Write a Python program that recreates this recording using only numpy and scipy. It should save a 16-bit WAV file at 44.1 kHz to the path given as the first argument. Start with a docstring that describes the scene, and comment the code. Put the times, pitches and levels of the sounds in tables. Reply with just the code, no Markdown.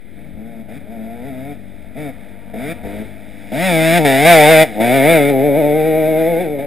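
"""A far four-stroke drones under light wind on the microphone, then a two-stroke motocross bike blips closer.
It rounds the bend under 9 m away at full throttle and climbs off, while another two-stroke whines far off.
Each engine is a train of firing pulses through pipe colours; the near one adds port cracks and gas noise.
Wind and the din of the track are coloured noise. The small camera overloads on the close pass and stores
12000 held samples a second, which adds a glassy fizz."""
import sys
import numpy as np
from scipy import signal
from scipy.fft import rfft, irfft, next_fast_len
from scipy.io import wavfile
from scipy.ndimage import map_coordinates

SR = 44100
rng = np.random.default_rng(int(sys.argv[2]) if len(sys.argv) > 2 else 0)


def master(y):
    """Save y as 16-bit WAV."""
    cut = np.clip(np.atleast_2d(y).T, -1, 1)
    pcm = np.round(cut * 32767)  # scale
    wavfile.write(sys.argv[1], SR, pcm.astype(np.int16))


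N = 293706
TIME = np.arange(N) / SR  # s

# Where the near bike points. Each row: time in seconds, heading
# (0 = far off and head-on, 1 = close and side-on, 2 = tailpipe toward the camera).
HEADING = [(2.8, 0.036), (3.65, 0.97), (4.6, 1.106), (5.1, 1.48), (5.5, 1.63)]
# How far it is from the microphone. Each row: time in seconds, distance in metres.
DISTANCE = [(0, 74), (2, 31.2), (3, 29.7), (3.5, 17.5), (3.75, 8.7), (4.2, 8.8), (4.6, 8.34), (5.1, 12.5),
            (5.5, 18.1), (6.25, 30.4), (6.66, 60)]
NEAR_M, CRUISE_HZ = 6.82, 155.3  # voice levels hold at this distance and firing rate

# The rider's hand, one row per twist of the throttle. Each row: opening in seconds, shutting in seconds,
# firings a second pulled toward at first, the same at last, attack in seconds (the same small number is
# the relative thump in dB), relative pipe bark in dB, relative rasp in dB, a column left unused,
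# swell from start to end in dB (each voice takes its own share of it).
THROTTLE = [(0.164, .23, 94, 106, 0.026, -9, -5, -8, -13),
            (0.332, .62, 109, 111.5, 0.024, -5.5, -4.5, -6.5, 1),
            (.68, 0.778, 104, 173, 0.0092, -4, 0.5, -3, -6),
            (.851, 1.53, 104, 139, 0.043, -1, -3.5, -5.5, -2),
            (1.943, 2.102, 180, 114, 0.019, -2, -3, -3, 1),
            (2.536, 2.721, 110, 188, 0.00094, 0, 1.5, -1.5, 0.5),
            (2.828, 3.025, 95, 114, 0.013, 0, 1, -1.5, -4),
            (3.515, 3.983, 149.4, 168.2, 0.0022, -2.5, -2.5, -6, 2.5),
            (3.986, 4.043, 139, 157, 0.0054, -4, -16, -14, 1.5),
            (4.047, 4.256, 132, 123, 0.0034, 1, 3, -2.5, -1.5),
            (4.249, 4.633, 137.6, 162.3, 0.017, 6, 6, 2.5, -2),
            (4.745, 4.795, 111, 111, 0.055, -1, -14, -18, 0.5),
            (4.8, 5.18, 119.2, 142, 0.0021, -1, 5, 0, 1), (5.179, 5.301, 136, 148.6, .012, -3, 3.5, -5, -1),
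            (5.3, 6.411, 127.6, 168, .012, -1, -2.5, -3.5, 2),
            (6.41, 6.58, 151, 138, 0.013, -3, -3.5, -4, -0.5),
            (6.586, 6.648, 140, 150, .001, -3, 1, -2, -3)]
# The rear wheel loses grip and the revs flare. Each row: centre in seconds, extra firings a second,
# half length in seconds.
WHEELSPINS = [(0.489, 7, .06), (0.927, 10, 0.037), (1.272, 17.8, .034), (1.488, 9.9, 0.051),
              (3.651, 38, .068), (3.962, 9.7, .038), (4.284, 38.5, 0.086), (4.513, 10.15, .035),
              (4.953, 11.4, 0.035), (5.112, 32.7, 0.067), (5.459, 15, .05), (5.588, 23.6, 0.028),
              (5.821, 11.2, .2), (6.286, 7.7, 0.035), (6.424, 20.3, 0.035)]
IDLE_HZ = 100  # firings a second pulled toward with the throttle shut
FLYWHEEL_S = 0.035  # lag of the revs behind the throttle
RELEASE_S = 0.011  # the exhaust dies down when the throttle shuts
# Ripples in the climb rock the revs.
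RIPPLES_FROM_S, RIPPLES_GROW_S, RIPPLE_CREST_S = 5.3, 0.3, 5.877
RIPPLES_PER_S, RIPPLE_SWING_HZ = 9.35, 2.6

# Low and middle exhaust colours as the bike turns. Each row: frequency in Hz, relative level head-on in dB,
# side-on in dB, from the rear in dB.
THUMP_COLOUR = [(61, -75.5, -52, -47), (99, -21, -20, -29), (131.2, 0.5, 3, -1), (160, -7.5, 1.5, -8.5),
                (224, 7, 5, -14), (266, 4, 9, 7.5), (305.4, -5, 1, 0), (348, -13, -3, -2.5),
                (380.7, -44, -6, -2.5), (518, -68, -56, -44), (1520, -96, -91, -103)]
BARK_COLOUR = [(314, -49.5, -50.5, -43.5), (357, -12.5, -13, 1.5), (436.2, 1, -1.5, -3.5),
               (458, 2, -2.5, 4), (582, -5, -5, 1), (623, 0.5, 2.5, 4), (684, 6, 4.5, 5),
               (758, -9, -1, -24), (830.8, -13.5, -14, -20.5), (907.5, -16.5, -11, -17.5),
               (1006.7, -23, -33, -68), (1350, -64, -49.5, -58.5), (3000, -97, -86.5, -91)]
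# Rasp colours from the three sides. Each row: frequency in Hz, relative level in dB.
RASP_FRONT = [(650, -42), (1100, -16.5), (1330, -9.5), (1960, -4.5), (2250, 0), (2820, -16.5), (3130, -23),
              (3390, -13), (3660, -9), (4300, -35.5), (4780, -20.5), (5420, -26.5), (5900, -39),
              (7670, -79), (13000, -120)]
RASP_SIDE = [(650, -16), (1100, -11), (1570, 1.5), (2300, 9), (2490, 2.5), (2780, -1), (3180, -9.5),
             (3410, 1), (3630, 2), (3920, -5), (4300, -18.5), (4740, -9.5), (5240, -8.5), (5420, -11),
             (5900, -23), (7670, -51), (13000, -120)]
RASP_REAR = [(650, -7), (1100, -40), (1250, -6), (1380, -15), (1570, -2.5), (1700, -11), (2240, 6.5),
             (2670, -8.5), (3130, -20), (3410, -10.5), (3630, -5.5), (4360, -28.5), (4780, -19),
             (5350, -14), (5900, -50.5), (7670, -133), (13000, -120)]
# Cracks within one turn of the crank, as the ports open and close. 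Each row: share of a turn,
# relative level in dB.
PORTS = [(0, 3), (0.131, -5.5), (0.308, 1), (.52, -2)]
# How each exhaust voice carries. Each holds: level head-on in dB, side-on in dB, from the rear in dB,
# floor with the throttle shut in dB, dB per octave of revs, share of the swell.
THUMP_LAW = (-12, -12.5, -2.5, -16.5, 3, 0.5)
BARK_LAW = (-16, -11.5, 3.5, -20, 6.5, 1.5)
RASP_LAW = (-21, -15.5, -18.5, -9, 15.5, 1.5)

# Uneven burning (0-1): under load, weight of a shut throttle, seconds it takes to clear, extra at idling speed.
UNEVEN_LOADED, UNEVEN_SHUT, CLEARS_S, UNEVEN_IDLING = 0.07, 0.7, 0.055, 0.16
# Power share of gas noise in the rasp: close by, per doubling of distance, per unit of uneven burning.
GAS_NEAR, GAS_PER_DOUBLING, GAS_PER_UNEVEN = 0.049, 0.13, 0.75
SCATTER_NEAR_DB, SCATTER_DB_PER_DOUBLING = -23, 4.5  # sound scattered by banks and trees

# Far engines, before their waver. 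Each row: time in seconds, firings a second, level in dB.
FOUR_STROKE_RUN = [(0, 42.4, -45), (.3, 48, -37.5), (.7, 30.4, -38), (1.15, 50.5, -37), (1.5, 47.6, -36.5),
                   (2.1, 47, -39.5), (2.9, 50.6, -35.5), (3.45, 55, -37.5), (5.1, 57.3, -36.5),
                   (6.66, 59.5, -36.5)]
TWO_STROKE_RUN = [(0, 133, -69), (.25, 154, -40), (.5, 161, -45), (.7, 136, -42), (.9, 227, -47),
                  (1.8, 192, -50.5), (2, 280, -50), (2.2, 226, -44), (2.8, 238, -37), (3.45, 196, -56),
                  (5, 238, -49), (6.66, 170, -71)]
# Their pipes as heard across the track. Each row: frequency in Hz, relative level in dB.
FOUR_STROKE_PIPE = [(30, -37), (50, -2.5), (75, -11), (100, 0.5), (150, -12), (195, 2), (250, -1),
                    (305, -6), (370, -25.5), (480, -19), (650, -20.5), (1000, -40), (2000, -63)]
TWO_STROKE_PIPE = [(100, -30), (155, 16.5), (200, -7), (270, 1), (340, -17), (420, -15), (620, 5.5),
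                   (720, -8), (850, -5.5), (1050, -25.5), (2200, -17), (4000, -37.5), (6000, -56)]

# Puffs of wind on the microphone, before their waver. Each row: time in seconds, peak level in dB.
GUSTS = [(0, -45), (.35, -39), (.85, -38), (1.3, -40), (1.62, -48), (1.83, -30.5), (2.65, -39), (2.86, -31),
         (3.28, -43), (4.34, -45), (4.69, -44)]
GUST_DB_PER_S, BREEZE_DB = 109, -64  # rise and fall of a puff; floor between puffs, before its waver
# Colour of the wind at the microphone. Each row: frequency in Hz, relative level in dB.
BUFFET_COLOUR = [(8, -3), (22, 9), (45, -2), (80, 0.5), (160, -21), (400, -57), (2000, -87)]
# Colour of the far track din. Each row: frequency in Hz, relative level in dB.
DIN_COLOUR = [(35, -43), (60, 8.5), (107, 1), (145, -4), (183, -5), (248, -8.5), (358, -2), (687, -16.5),
              (1070, -30), (1220, -25), (2260, -11.5), (2840, -29), (3650, -20.5), (4180, -33.5),
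              (5900, -41), (7670, -74), (13000, -120)]

# Hollows of the microphone port. Each row: centre in Hz, width in Hz, depth from 0 to 1.
PORT_HOLLOWS = [(1077, 125, 0.65), (2728, 150, 0.68), (4310, 170, 0.33)]
STORE_HZ, TOP_HZ = 12000, 15400  # samples stored a second; top of the output band
LEFT_OFFSET = 0.027  # constant offset on the left channel before overload, 1 = full scale


def near_bike():
    """Each firing thumps, rings the expansion pipe and lets out cracks with a jet of gas."""
    rate = revs()
    thump_twists, bark_twists, rasp_twists = np.transpose(THROTTLE)[4:7]
    thump_db = loudness(THUMP_LAW, thump_twists, rate)
    bark_db = loudness(BARK_LAW, bark_twists, rate)
    rasp_db = loudness(RASP_LAW, rasp_twists, rate)
    uneven, gas, scatter_db = burning(rate)

    # nearly exact firings under load; they stumble as burning grows uneven
    at = firings(rate * (1 + 0.001 * wobble(40)), scatter=0.0007 + 0.016 * uneven)
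    blows = pulses(at, spread_db=0.57 + 1.3 * uneven)
    thump = amp(thump_db) * aimed(blows, outlines_by_heading(THUMP_COLOUR))
    bark_outlines = outlines_by_heading(BARK_COLOUR)
    bark = amp(bark_db) * aimed(bounced(blows, share=0.44, lag=0.002898, sway=0.25), bark_outlines)

    # the cracks vary more from firing to firing than the low thump does
    cracks = port_cracks(at, spread_db=1.0 + 1.6 * uneven, flutter=0.0021, drift=0.041)
    jet_decay = np.exp(-TIME[:SR // 50] * 480)
    jet_strength = steady(signal.fftconvolve(cracks, jet_decay)[:N])
    jet = (jet_strength + 1.8) * rng.standard_normal(N)
    edge = np.sqrt(1 - gas) * steady(cracks) + np.sqrt(gas) * steady(jet)
    rasp = amp(rasp_db) * aimed(edge, [RASP_FRONT, RASP_SIDE, RASP_REAR])
    gas_rush = amp(bark_db) * uneven * aimed(jet, bark_outlines)

    direct = thump + bark + gas_rush + rasp
    return direct + scattered(direct * amp(scatter_db), t60=0.28)


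def revs():
    """Firings a second: the flywheel follows the throttle, wheelspin flares it and ripples rock it."""
    first, last = np.transpose(THROTTLE)[2:4]
    pull = lagged(throttled(first, last, IDLE_HZ), FLYWHEEL_S)
    flares = sum(extra * np.exp(-((TIME - s) / half) ** 2) for s, extra, half in WHEELSPINS)
    rippled = np.clip((TIME - RIPPLES_FROM_S) / RIPPLES_GROW_S, 0, 1)
    rocking = np.cos(2 * np.pi * RIPPLES_PER_S * (TIME - RIPPLE_CREST_S))
    return pull + flares + RIPPLE_SWING_HZ * rippled * rocking


def throttled(first, last, shut):
    """A control that runs from first to last during each twist of the throttle and rests at shut between."""
    control = np.full(N, float(shut))
    for (opens, shuts, *_), a, b in zip(THROTTLE, first, last):
        held = (TIME >= opens) & (TIME < shuts)
        control[held] = np.interp(TIME[held], [opens, shuts], [a, b])
    return control


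def loudness(law, twist_db, rate):
    """Level of one exhaust voice in dB: twists attack, swell and release; revs, heading and distance add."""
    front_db, side_db, rear_db, shut_db, db_per_octave, swell_share = law
    effort = np.zeros(N)
    for (opens, shuts, _, _, attack_s, *_, swell_db), db in zip(THROTTLE, twist_db):
        on = (TIME > opens) & (TIME < shuts + 10 * RELEASE_S)
        t = TIME[on]
        attack = 1 - np.exp((opens - t) / attack_s)
        release = np.exp(np.minimum(shuts - t, 0) / RELEASE_S)
        swell = swell_share * swell_db * np.interp(t, [opens, shuts], [-0.5, 0.5])
        effort[on] += attack * release * amp(db + swell)
    effort_db = 20 * np.log10(np.maximum(effort, amp(shut_db)))
    revs_db = db_per_octave * np.log2(rate / CRUISE_HZ)
    aim_db = np.interp(curves(HEADING)[0], [0, 1, 2], [front_db, side_db, rear_db])
    return effort_db + revs_db + aim_db - 20 * np.log10(curves(DISTANCE)[0] / NEAR_M)


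def burning(rate):
    """Low revs and a shut throttle make burning uneven; distance blurs the rasp and adds scattered sound."""
    loaded = np.zeros(len(THROTTLE))
    fouled = lagged(throttled(loaded, loaded, 0.98), CLEARS_S)
    lugging = np.interp(rate, [IDLE_HZ, CRUISE_HZ], [1, 0])
    uneven = np.clip(UNEVEN_LOADED + UNEVEN_SHUT * fouled + UNEVEN_IDLING * lugging, 0, 1)
    doublings = np.log2(curves(DISTANCE)[0] / NEAR_M)
    gas = np.clip(GAS_NEAR + GAS_PER_DOUBLING * doublings + GAS_PER_UNEVEN * uneven, 0, 1)
    return uneven, gas, SCATTER_NEAR_DB + SCATTER_DB_PER_DOUBLING * doublings


def firings(rate, scatter):
    """Sample positions of the firings; scatter is their timing spread in cycles."""
    turns = np.cumsum(rate) / SR
    at = np.interp(np.arange(1, int(turns[-1])), turns, np.arange(N))
    slip = rng.standard_normal(N)[:len(at)] * (scatter * SR / rate)[at.astype(int)]
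    return np.clip(at + slip, 0, N - 2)


def pulses(at, spread_db):
    """One pressure pulse a firing, each of its own strength, shared between the two nearest samples."""
    i, part = at.astype(int), at % 1
    strength = amp(rng.standard_normal(N)[:len(at)] * np.broadcast_to(spread_db, N)[i])
    return np.bincount(i, strength * (1 - part), N) + np.bincount(i + 1, strength * part, N)


def port_cracks(at, spread_db, flutter, drift):
    """Cracks tied to the crank; hot gas makes each a little early or late, so the snarl keeps changing."""
    turn = np.arange(len(at))
    cracks = np.zeros(N)
    for share, db in PORTS:
        slip = flutter * rng.standard_normal(N)[:len(at)] + drift * wobble(16)[at.astype(int)]
        # later cracks in the turn stray further
        crack_turn = turn + share + np.sqrt(abs(share)) * slip
        cracks += amp(db) * pulses(np.interp(crack_turn, turn, at), spread_db)
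    return cracks


def bounced(x, share, lag, sway):
    """The ground returns a copy lag seconds late; bumps sway the lag, so harmonics swell and fade."""
    delay = lag * (1 + sway * wobble(5)) * SR
    return x + share * np.interp(np.arange(N) - delay, np.arange(N), x)


def aimed(x, outlines):
    """The exhaust's colour changes as the bike comes on, passes and leaves; rms held near 1."""
    heading = np.clip(curves(HEADING)[0], 0, 2)
    mix = np.zeros(N)
    for k, outline in enumerate(outlines):
        facing = np.maximum(1 - abs(heading - k), 0)
        mix += facing * steady(coloured(x, outline))
    return steady(mix)


def outlines_by_heading(table):
    """One (Hz, dB) outline for each heading."""
    hz, *levels = np.transpose(table)
    return [np.column_stack([hz, db]) for db in levels]


def scattered(x, t60):
    """Diffuse answer of banks and trees: a noise tail that falls 60 dB in t60 seconds."""
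    t = TIME[:SR // 2]
    tail = rng.standard_normal(len(t)) * amp(-60 * t / t60) * (1 - np.exp(-t / 0.012))
    return signal.fftconvolve(x, tail / np.linalg.norm(tail))[:N]


def far_bike(run, pipe, scatter, spread_db):
    """A distant engine: dull firings whose level wavers in the air."""
    rate, db = curves(run)
    blows = pulses(firings(rate * (1 + 0.0038 * wobble(12)), scatter), spread_db)
    return amp(db + 0.94 * wobble(9.9)) * steady(coloured(blows, pipe))


def wind_on_microphone():
    """Low buffeting noise on the microphone, in puffs that rise and fall over a faint breeze."""
    puffs_db = np.max([db - GUST_DB_PER_S * abs(TIME - s) for s, db in GUSTS], axis=0)
    wind_db = np.maximum(BREEZE_DB, puffs_db) + 3.6 * wobble(8.46)
    wind = coloured(rng.standard_normal(N), BUFFET_COLOUR)
    return amp(wind_db) * wind / wind.std()


def track_din():
    """The blurred din of the far track: coloured noise with a wavering level."""
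    din = coloured(rng.standard_normal(N), DIN_COLOUR)
    return amp(-46.5 + 3.6 * wobble(4.95)) * din / din.std()


def amp(db):
    """Decibels to gain."""
    return 10 ** (np.asarray(db) / 20)


def steady(x):
    """x held near rms 1 under a sliding 50 ms window."""
    window = signal.get_window("hann", SR // 20)
    power = np.abs(signal.fftconvolve(x * x, window / window.sum(), "same"))
    return x / np.sqrt(power + 1e-14)


def curves(rows):
    """One value per sample for each column after the time."""
    s, *cols = np.transpose(rows)
    return [np.interp(TIME, s, c) for c in cols]


def wobble(rate):
    """A smooth random curve, rate knots a second."""
    return map_coordinates(rng.standard_normal(int(N * rate / SR) + 4), [TIME * rate])


def lagged(x, seconds):
    """x followed with a first-order lag."""
    keep = np.exp(-1 / (max(seconds, 1 / SR) * SR))
    return x[0] + signal.lfilter([1 - keep], [1, -keep], x - x[0])


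def coloured(x, points, size=8192):
    """x through a causal, minimum-phase filter with the given (Hz, dB) outline."""
    f, db = np.transpose(points)
    bins = np.fft.rfftfreq(size, 1 / SR)
    log_gain = np.log(amp(np.interp(np.log(bins + 1), np.log(f), db)) + 1e-6)
    # folding the cepstrum forward in time gives the minimum phase
    cepstrum = irfft(log_gain)
    cepstrum[1:size // 2] *= 2
    cepstrum[size // 2 + 1:] = 0
    return signal.fftconvolve(x, irfft(np.exp(rfft(cepstrum))))[:N]


def filtered(x, response):
    """x times a complex response of frequency."""
    m = next_fast_len(N + SR // 2)
    return irfft(rfft(x, m) * response(np.fft.rfftfreq(m, 1 / SR)), m)[..., :N]


def scene():
    """Near bike, far bikes, wind and din reach one microphone; both channels start alike."""
    drone = far_bike(FOUR_STROKE_RUN, FOUR_STROKE_PIPE, scatter=0.013, spread_db=3.5)
    whine = far_bike(TWO_STROKE_RUN, TWO_STROKE_PIPE, scatter=0.037, spread_db=2.0)
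    return np.tile(near_bike() + drone + whine + wind_on_microphone() + track_din(), (2, 1))


def microphone_port(f):
    """Response of the port: each hollow is a notch of its own width and depth."""
    response = np.ones(len(f), complex)
    for centre, width, depth in PORT_HOLLOWS:
        band = 1j * f * width / (centre * centre - f * f + 1j * f * width)
        response *= 1 - np.clip(depth, 0, 1) * band
    return response


def record(dry):
    """Port hollows, a thin right channel, overload, then coarse held samples that mirror into the treble."""
    left, right = filtered(dry, microphone_port)
    thin_right = filtered(right, lambda f: 1j * f / (290 + 1j * f))  # low cut at 290 Hz
    pair = np.array([left + LEFT_OFFSET, thin_right])
    overloaded = pair / (1 + np.abs(pair) ** 16) ** (1 / 16)
    stored = signal.resample_poly(overloaded, STORE_HZ, SR, axis=1, window=("kaiser", 6))
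    # each stored sample is held for 8 steps, which leaves mirror images above its band
    held = np.repeat(np.clip(stored, -1, 1), 8, axis=1)
    out = signal.resample_poly(held, SR, 8 * STORE_HZ, axis=1)[:, :N]
    return filtered(out, lambda f: f < TOP_HZ)


dry = scene()
out = record(dry)
master(out)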